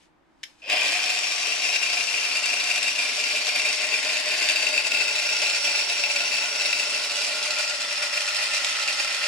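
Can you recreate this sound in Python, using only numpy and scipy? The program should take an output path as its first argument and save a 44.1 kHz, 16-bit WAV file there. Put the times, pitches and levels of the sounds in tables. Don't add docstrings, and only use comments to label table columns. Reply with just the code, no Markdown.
import sys
import numpy as np
from scipy import signal
from scipy.fft import rfft, irfft, next_fast_len
from scipy.io import wavfile
from scipy.ndimage import uniform_filter1d, map_coordinates

SR = 44100
rng = np.random.default_rng(int(sys.argv[2]) if len(sys.argv) > 2 else 0)


def pcm_store(signal):
    levels = np.round(np.clip(np.atleast_2d(signal), -1, 1) * 32767)
    wavfile.write(sys.argv[1], SR, levels.astype(np.int16).T)


N = 408807
TIME = np.arange(N) / SR
START_S, FIRST_JOLT_S, FULL_POWER_S = .61, .6193, 0.7
JOLT_HZ, GEAR_RATIO = 100.04, 3.325
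# time_s, side (0 flank, 1 disc, 2 rear vents)
FACING = [(0, 0.24), (.9, 0.19), (1.3, 0.38), (3.2, 0.5), (3.9, 0.74), (4.5, 0.55), (5.1, 1.08),
          (6.5, 1.11), (7.1, 1.11), (7.7, 1.6), (8.3, 1.87), (9.27, 1.71)]


def gears(jolts, play_db, level_db, since_jolt, speed, bounces_per_s=900, strays_per_s=6):
    # pitch_hz, width_hz, level_db
    housing = [(603, 53, -15.5), (726, 53, -18), (1560, 200, -16.5), (1890, 160, -13), (2397, 69, 4.5),
               (2515, 157, 1), (2663, 112, 5.5), (2770, 130, -2.5), (3495, 59, -14), (3823, 126, -10),
               (4610, 300, -9), (5020, 260, -11), (5640, 210, -12.5), (7450, 390, -13), (8900, 540, -15.5),
               (9440, 730, -17.5), (10980, 140, -15.5), (12100, 900, -16)]
    # start_s, level_db
    hard_knocks = [(0.6988, -10), (.7085, -17), (.7187, -18), (.7279, -14), (.7972, -18), (0.817, -13),
                   (.857, -13), (.9378, -14), (1.1, -12), (1.52, -16), (1.6888, -12), (1.7584, -9),
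                   (1.827, -15), (1.8996, -13), (1.969, -14.5), (2.008, -18), (2.1403, -14), (2.3573, -15),
                   (2.6968, -14), (2.831, -28), (2.9878, -15), (3.4866, -16), (3.5965, -10.5),
                   (3.6506, -13), (3.828, -19), (3.847, -16), (3.9377, -13), (3.9566, -17), (4.0664, -17),
                   (4.4263, -11), (4.4872, -7.5), (4.4971, -10), (4.5585, -8.5), (4.567, -13),
                   (4.6664, -9.5), (4.7384, -18), (4.7769, -9.5), (4.847, -14), (4.9174, -7.5),
                   (4.9463, -11), (5.0161, -12), (5.0797, -11), (5.2894, -13), (6.0365, -9.5), (6.16, -8),
                   (6.607, -18), (6.7279, -6.5), (6.7957, -17), (7.5069, -17), (8.1734, -12),
                   (8.8818, -11.5)]
    bounces = (rng.random(N) < bounces_per_s / SR) * np.exp(-since_jolt / 1.22)
    force_db = 3.2 * np.clip(rng.standard_normal(N), -2, 2) + play_db
    force = (jolts + from_db(-8) * bounces) * from_db(force_db) * rng.choice([-1, 1], N)
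    force = np.tanh(force / 2) * 2
    hardness = speed / speed.max()
    force = (1 - hardness) * butter(force, 2000, "low") + hardness * butter(force, 7000, "low")
    rattle = from_db(level_db - 1) * evened(ring(force, housing), span_s=0.066)
    strays = jolts * (rng.random(N) < strays_per_s / JOLT_HZ)
    strays = strays * from_db(level_db + 8 + 6.5 * rng.random(N))
    blows = butter(butter(clicks(hard_knocks) + strays, 7000, "low"), 350, "high")
    return rattle + from_db(-3.5) * ring(blows, housing)


def tooth_landings(jolt_count, turns):
    late = .13 + .16 * np.cos(2 * np.pi * turns / GEAR_RATIO) + .06 * drift(JOLT_HZ)
    return np.diff(np.floor(jolt_count - late), prepend=np.inf) > 0


def gear_play_db(turns, wobble_db=2.0, chatter_db=1.6):
    return wobble_db * np.sin(2 * np.pi * turns / GEAR_RATIO) + chatter_db * drift(45)


def chatter_spells_db():
    # middle_s, half_length_s, change_db
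    spells = [(0.922, 0.05, 1), (1.128, 0.011, 0), (1.216, 0.016, -2), (1.316, 0.015, 2.5),
              (1.373, 0.021, -5), (1.462, 0.01, -2), (1.584, 0.035, -4), (1.664, 0.016, 4),
              (1.749, 0.012, 3.5), (1.777, 0.018, -10), (1.824, 0.012, 3), (2, 0.013, 2),
              (2.049, 0.028, -7), (2.119, 0.013, -5), (2.223, 0.013, -2), (2.313, 0.021, -3.5),
              (2.354, 0.013, 3), (2.412, 0.018, -7), (2.447, 0.012, 3.5), (2.533, 0.05, 1.5),
              (2.64, 0.035, -1.5), (2.703, 0.013, 6), (2.769, 0.018, 4.0), (2.81, 0.013, -4),
              (2.876, 0.017, 7), (2.937, 0.023, -10), (3.001, 0.035, 2.5), (3.115, 0.011, -6),
              (3.151, 0.014, -10), (3.328, 0.013, -3), (3.36, 0.011, 7), (3.447, 0.016, -6),
              (3.486, 0.012, 3.5), (3.505, 0.013, -6), (3.578, 0.022, 4), (3.638, 0.013, -6),
              (3.653, 0.012, 2), (3.685, 0.035, 3.5), (3.758, 0.028, -8), (3.87, 0.014, -9),
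              (3.94, 0.02, 3.5), (4.004, 0.035, -3.5), (4.228, 0.03, -5), (4.316, 0.026, 3),
              (4.423, 0.018, 4), (4.498, 0.012, 5), (4.543, 0.013, -6.5), (4.621, 0.013, 5),
              (4.715, 0.013, -5), (4.769, 0.011, 4), (4.827, 0.014, -10), (4.889, 0.013, -11),
              (4.944, 0.01, 2), (5.007, 0.017, 3), (5.054, 0.013, -5), (5.17, 0.013, -1),
              (5.378, 0.013, -6), (5.448, 0.027, 4.5), (5.539, 0.018, 3.5), (5.601, 0.019, -10),
              (5.683, 0.012, 4.5), (5.793, 0.018, 3.5), (5.854, 0.019, -7), (5.901, 0.016, 3.5),
              (5.939, 0.013, -4), (6.015, 0.018, -9), (6.105, 0.013, 2.5), (6.13, 0.012, -11),
              (6.159, 0.013, 2.5), (6.25, 0.013, 2), (6.28, 0.013, -3.5), (6.325, 0.018, 4.5),
              (6.505, 0.013, -8), (6.58, 0.011, -6), (6.646, 0.035, 2.5), (6.802, 0.016, 4.0),
              (6.898, 0.018, -2.5), (6.956, 0.011, 7), (6.997, 0.013, -3.5), (7.085, 0.011, -11),
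              (7.16, 0.011, -4), (7.204, 0.019, 2.5), (7.591, 0.013, 7), (7.659, 0.01, -2),
              (7.695, 0.013, 4), (7.764, 0.034, -6), (7.87, 0.012, -9), (7.962, 0.017, -5),
              (8.032, 0.044, 2), (8.093, 0.018, -8), (8.158, 0.024, 3.5), (8.231, 0.039, -4),
              (8.335, 0.012, -2), (8.414, 0.021, 3.5), (8.494, 0.017, -5), (8.542, 0.013, 6),
              (8.66, 0.033, 1.5), (8.737, 0.017, -8), (8.826, 0.013, 5), (8.854, 0.013, -10),
              (8.903, 0.033, 2.5), (8.96, 0.013, -9), (8.996, 0.013, 7), (9.095, 0.012, -3),
              (9.243, 0.013, 6)]
    t = TIME[::40]
    bumps_db = sum(db * np.exp(-np.minimum(((t - s) / half_s) ** 2, 20)) for s, half_s, db in spells)
    return np.interp(TIME, t, bumps_db)


def rattle_level_db(spells_db):
    # time_s, level_db
    strength = [(0.72, -26.5), (.95, -29), (1.15, -32.5), (1.5, -32.5), (1.75, -30.5), (2.3, -29.5),
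                (2.7, -30), (3.3, -31.5), (3.75, -32), (4.1, -31), (4.4, -29), (5.0, -29), (5.2, -29.5),
                (6.4, -30), (6.8, -32.5), (7.1, -35.5), (7.9, -37), (8.5, -35.5), (9.26, -35)]
    return in_time(strength)[0] + 8 * np.log10(spin_up() + 1e-6) + spells_db


def grip(rattle):
    # time_s, change_db
    lower_ring = [(.7, .5), (1.3, 1.5), (3.2, 2.5), (3.7, 5), (4.2, 0), (4.5, -4), (4.9, -3.5), (5.3, 0),
                  (6.8, -1), (7.2, 4), (8, 0), (9.27, 0)]
    return rattle + (from_db(in_time(lower_ring)[0]) - 1) * resonance(rattle, hz=2375, width_hz=170)


def brushes(turns, since_jolt, shake_db, repeating_share=0.099, surge_db=20.0):
    # pitch_hz, level_db
    spectrum = [(600, -50), (1300, -4), (1700, -7), (2500, 4), (3300, 1), (4400, 3.5), (5800, 2.5),
                (6250, -2), (7700, -2.5), (9600, -9), (11000, -11), (12600, -28.5), (13300, -23),
                (15000, -30)]
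    # time_s, level_db
    strength = [(0.72, -36), (0.86, -30.5), (3.52, -30), (4.22, -30.5), (4.36, -30), (4.78, -31.5),
                (5.62, -29.5), (7.02, -30.5), (7.16, -29.5), (7.72, -30.5), (8.56, -29), (9.26, -31)]
    surface = rng.standard_normal(SR // 94)
    rubbing = map_coordinates(surface, [turns % 1 * len(surface)], order=3, mode="grid-wrap")
    sparks = rms_one(rng.standard_normal(N) * from_db(4 * np.minimum(rng.exponential(1, N), 2)))
    rasp = coloured(np.sqrt(repeating_share) * rubbing + np.sqrt(1 - repeating_share) * sparks, spectrum)
    pulse_number = np.cumsum(np.diff(since_jolt, prepend=0) < 0)
    pulse_db = surge_db + 4 * rng.standard_normal(pulse_number[-1] + 1)[pulse_number]
    swell_db = pulse_db * np.exp(-since_jolt / 0.41) + 0.39 * shake_db
    pulsing = rms_one(rasp * butter(from_db(swell_db), 420, "low"))
    return from_db(in_time(strength)[0]) * spin_up() ** 1.2 * pulsing


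def fan(shake_db, build_up_s=0.047):
    # disc_side_pitch_hz, base_width_hz, flank_db, disc_db, rear_db
    cavities = [(292.6, 76, -13.5, -13, -22.5), (432.5, 44, -15, -10.5, -22), (606, 48, -6.5, 0.5, -4),
                (708, 42, 0.5, -9.5, -12), (849, 73, -14, -8, -9), (1071, 140, -11, -12.5, -6.5),
                (1432, 86, -20, -3, 0), (1957, 305, 2, -1, 6), (3113, 350, 5.5, -11.5, -2),
                (4650, 640, -4.5, 3.5, 0.5)]
    # time_s, pitch_hz, level_db
    vent_hiss = [(.7, 5350, -1), (1.1, 5400, 2), (1.3, 5740, 8), (1.8, 5680, 6), (3.2, 5700, -1),
                 (3.8, 5370, 2), (4.1, 5160, 2), (4.35, 4600, 3), (4.85, 4580, -7), (5.2, 5490, 7),
                 (5.8, 5500, 8), (6.5, 5510, 6.5), (7.2, 5280, 3), (8.3, 5340, 3), (9.27, 5230, -3)]
    # time_s, pitch_hz, level_db
    sinking_band = [(3.1, 2300, -20), (3.6, 2150, 2), (4.0, 1900, 2), (4.4, 1800, -1), (4.8, 1800, -5),
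                    (5.2, 1800, -20)]
    # pitch_hz, level_db
    spectrum = [(40, -29), (100, -25), (180, -21), (270, -8), (370, -11.5), (520, 0.5), (650, -1.5),
                (800, 0), (1050, 3), (1250, -3), (1600, 0.5), (3000, 9), (8000, -26), (15000, -50)]
    # time_s, level_db
    airflow = [(.72, -36.5), (1.1, -42), (3.1, -42.5), (4.45, -40), (5.1, -41.5), (6.6, -42), (8.1, -42.5),
               (9, -41.5)]
    sag = 1 - .036 * (in_time(FACING)[0] - 1)
    hollows = sum(from_db(from_side(sides_db)) * narrow_noise(hz * sag, 0.63 * width_hz)
                  for hz, width_hz, *sides_db in cavities)
    vent_hz, vent_db = in_time(vent_hiss)
    slots = from_db(vent_db) * narrow_noise(vent_hz + 45 * drift(15), 115)
    band_hz, band_db = in_time(sinking_band)
    band = from_db(band_db) * narrow_noise(band_hz, 90)
    rush = from_db(2.5) * coloured(rng.standard_normal(N), spectrum)
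    air = rush + from_db(-2.5) * (from_db(0.55 * shake_db) * hollows + slots + band)
    blowing = np.clip((TIME - START_S) / build_up_s, 0, 1)
    return from_db(in_time(airflow)[0]) * blowing * air


def contact_tones(speed):
    # multiple_of_speed, flank_db, disc_db, rear_db
    overtones = [(40, -45.5, -53, -54), (46, -52, -60, -49), (48, -42, -43, -52), (53, -52, -47, -54),
                 (58, -64, -43, -57), (60, -38, -52, -49)]
    tones = sum(from_db(from_side(sides_db)) * narrow_noise(round(multiple) * speed, 22)
                for multiple, *sides_db in overtones)
    return tones * spin_up() ** 40


def rotor_whine(turns, jolt_count, speed, slots=14):
    # offset_in_jolt_rates, flank_db, disc_db, rear_db
    tones = [(-2, -49, -62.5, -62), (-1, -51, -65, -55), (0, -47, -57, -42), (1, -61, -49, -56)]
    passes = slots * turns + .17 * drift(22)
    whine = 0
    for offset, *sides_db in tones:
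        cycles = passes + round(offset) * jolt_count + rng.random()
        whine += from_db(from_side(sides_db)) * np.sin(2 * np.pi * cycles)
    return whine * (speed / speed.max()) ** 2


def motor_start(jolt_count, rise_db_per_s=135):
    # pitch_hz, width_hz, level_db
    chirp = [(2490, 70, 1.5), (2660, 126, -1.5), (3400, 400, -23), (5200, 500, -21)]
    # time_s, level_db
    strain = [(.61, -90), (.63, -58), (.65, -53), (.675, -44), (.72, -43), (.8, -47.5), (1.0, -52),
              (1.3, -92)]
    jolts = (np.diff(jolt_count % 1, prepend=0) < 0) * (TIME > START_S) * (TIME < FULL_POWER_S)
    strength = from_db(-39.5 + rise_db_per_s * (np.minimum(TIME, FULL_POWER_S) - START_S))
    growl = from_db(in_time(strain)[0]) * narrow_noise(641, 92)
    return ring(strength * jolts * rng.choice([-1, 1], N), chirp) + growl


def slide_switch():
    # start_s, level_db
    latch = [(.4316, -30), (.4327, -22), (.4366, -20), (.4388, -33), (.4425, -39), (.4525, -44)]
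    # pitch_hz, width_hz, level_db
    shell = [(1770, 310, -1), (2200, 250, 2), (3120, 330, 1.5), (4000, 370, -3), (5230, 210, 3.5),
             (7000, 1300, -11.5), (10800, 2400, -19)]
    return butter(ring(clicks(latch), shell), 1200, "high")


def gloves():
    # time_s, level_db
    rustle = [(0, -66), (.035, -64), (.09, -79), (.13, -95), (.38, -77), (.5, -62), (.57, -69), (.6, -62),
              (.68, -80)]
    # pitch_hz, level_db
    spectrum = [(500, -20), (2500, -4), (5000, -8), (10000, -17), (15000, -36)]
    return from_db(in_time(rustle)[0]) * coloured(rng.standard_normal(N), spectrum)


def close_echoes(sound):
    # delay_s, extra_delay_per_side_s, left_lead_s, level_db
    echoes = [(.0013, .00016, -.00013, -3), (.0022, -.00021, .00024, -11), (.0034, .00027, -.00027, -4.5),
              (.0049, -.0003, .00015, -14), (.0071, .00035, -.00005, -12)]
    facing, = in_time(FACING)
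    treble = from_db(-2) * butter(butter(sound, 1500, "high"), 13000, "low")
    return sum(from_db(db) * heard(treble, delay + shift * facing, lead)
               for delay, shift, lead, db in echoes)


def beamed(stereo):
    # time_s, left_minus_right_db
    place = [(.7, 2), (1.3, 3), (3.2, 1.5), (3.6, 0.5), (4.8, 1.5), (5.7, -4), (6.7, -0.5), (7.2, -4.5),
             (7.9, -1.5), (8.6, -4)]
    pan_db, = in_time(place)
    bass = signal.sosfiltfilt(signal.butter(1, 1100, fs=SR, output="sos"), stereo)
    return bass + (stereo - bass) * from_db(np.array([pan_db, -pan_db]) / 2)


def workshop(sound, paths=4, fade_s=0.2, paths_per_s=0.904):
    t = TIME[:SR // 3]
    walls = 0
    for k in range(paths):
        middle, side = rng.standard_normal((2, len(t)))
        side = butter(side, 1000, "high")
        wash = butter(butter(np.array([middle + side, middle - side]), 15000, "low"), 400, "high")
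        tail = rms_one(wash * from_db(-60 * t / fade_s) * (t > .004)) / np.sqrt(2 * len(t))
        away = np.abs((TIME * paths_per_s - k + paths / 2) % paths - paths / 2)
        share = np.cos(np.pi / 2 * np.minimum(away, 1))
        walls += signal.oaconvolve((sound * share)[None], tail, axes=1)[:, :N]
    return from_db(-1.5) * walls


def still_room():
    # pitch_hz, level_db
    spectrum = [(15, -14), (25, -2), (65, -3), (91, -11.5), (164, -3.5), (202, -5.5), (326, 3.5),
                (403, -9.5), (722, -7.5), (892, -5), (1160, -10), (1820, -13.5), (11300, -42), (14000, -48)]
    return from_db(-62) * coloured(rng.standard_normal(N) + 1.75 * rng.standard_normal((2, N)), spectrum)


def spin_up(lag_s=.095):
    return 1 - np.exp(-np.maximum(TIME - START_S, 0) / lag_s)


def from_side(sides_db):
    return np.interp(in_time(FACING)[0], np.arange(len(sides_db)), sides_db)


def from_db(db):
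    return 10 ** (np.asarray(db) / 20)


def rms_one(x):
    return x / np.sqrt(np.mean(x ** 2) + 1e-20)


def evened(x, span_s):
    return x / np.sqrt(np.abs(uniform_filter1d(x ** 2, int(span_s * SR))) + 1e-3 * np.mean(x ** 2))


def in_time(rows):
    time_s, *columns = np.transpose(rows)
    return [np.interp(TIME, time_s, column) for column in columns]


def coloured(x, spectrum):
    hz, db = np.transpose(spectrum)
    size = next_fast_len(N)
    bins_hz = np.maximum(np.fft.rfftfreq(size, 1 / SR), 1)
    gain = from_db(np.interp(np.log(bins_hz), np.log(hz), db))
    return rms_one(irfft(rfft(x, size) * gain, size)[..., :N])


def resonance(x, hz, width_hz):
    r = np.exp(-np.pi * width_hz / SR)
    feedback = [1, -2 * r * np.cos(2 * np.pi * hz / SR), r * r]
    return signal.lfilter(np.array([1, 0, -1]) * (1 - r * r) / 2, feedback, x + 1e-18)


def ring(x, tones):
    def rung(force):
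        return sum((-1) ** k * from_db(db) * resonance(force, hz, width_hz)
                   for k, (hz, width_hz, db) in enumerate(tones))
    return rung(x) / np.abs(rung(signal.unit_impulse(SR // 20))).max()


def clicks(rows):
    start_s, db = np.transpose(rows)
    return np.bincount(np.round(start_s * SR).astype(int), from_db(db), N)[:N]


def butter(x, hz, kind):
    return signal.sosfilt(signal.butter(2, min(hz, .45 * SR), kind, fs=SR, output="sos"), x + 1e-18)


def heard(x, delay_s, left_lead_s):
    return np.array([map_coordinates(x, [(TIME - delay_s + side * left_lead_s / 2) * SR], order=2)
                     for side in (1, -1)])


def drift(per_s):
    return rms_one(map_coordinates(rng.standard_normal(1000), [TIME * per_s], order=3, mode="mirror"))


def narrow_noise(hz, half_width_hz):
    flutter = butter(rng.standard_normal(N) + 1j * rng.standard_normal(N), half_width_hz, "low")
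    return rms_one(np.real(flutter * np.exp(2j * np.pi * np.cumsum(hz * np.ones(N)) / SR)))


def scene():
    # time_s, turns_per_s
    held_speed = [(1, 94), (1.5, 96.9), (1.9, 94.8), (2.6, 94.8), (3.5, 93.4), (4.15, 91.9), (4.6, 95.2),
                  (6.3, 94.6), (6.75, 96.9), (7.3, 94.6), (8.4, 91.5), (9.27, 92.4)]
    speed = in_time(held_speed)[0] * spin_up()
    turns = np.cumsum(speed) / SR
    jolt_count = (TIME - FIRST_JOLT_S) * JOLT_HZ
    since_jolt = jolt_count % 1
    soft_start_db = -20 * np.clip((FULL_POWER_S - TIME) / 0.038, 0, 1)
    powered = np.clip(jolt_count + 1, 0, 1) * from_db(soft_start_db)
    play_db, spells_db = gear_play_db(turns), chatter_spells_db()
    shake_db = play_db + spells_db
    jolts = tooth_landings(jolt_count, turns)
    motor = grip(gears(jolts, play_db, rattle_level_db(spells_db), since_jolt, speed))
    near_brush, far_brush = (brushes(turns, since_jolt, shake_db) for _ in range(2))
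    motor += from_db(-4.5) * near_brush + contact_tones(speed)
    motor += fan(shake_db) + rotor_whine(turns, jolt_count, speed)
    hands = slide_switch() + gloves()
    running = powered * motor + motor_start(jolt_count)
    tool = running + hands
    near = beamed(heard(tool, delay_s=0, left_lead_s=3.0e-5) + close_echoes(tool))
    background = still_room()
    walls = workshop(running + from_db(-3) * hands)
    walls += workshop(from_db(-2) * powered * far_brush, paths=2)
    return near + walls + background


def record(dry, cutoff_hz=15200):
    # pitch_hz, left_minus_right_db
    microphones = [(60, -1), (99, 3), (160, -0.5), (270, 0.0), (440, 4), (730, -0.5), (1210, -3), (2000, 6),
                   (3290, -1), (5430, 1.5), (8960, 5.5), (14800, -3)]
    hz, db = np.transpose(microphones)
    size = next_fast_len(N + SR // 10)
    bins_hz = np.maximum(np.fft.rfftfreq(size, 1 / SR), 1)
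    lean_db = np.interp(np.log(bins_hz), np.log(hz), db)
    picked_up = irfft(rfft(dry, size) * from_db(np.array([lean_db, -lean_db]) / 2), size)[:, :N]
    return signal.sosfilt(signal.ellip(10, .2, 80, cutoff_hz, fs=SR, output="sos"), picked_up)


dry = scene()
out = record(dry)
pcm_store(out)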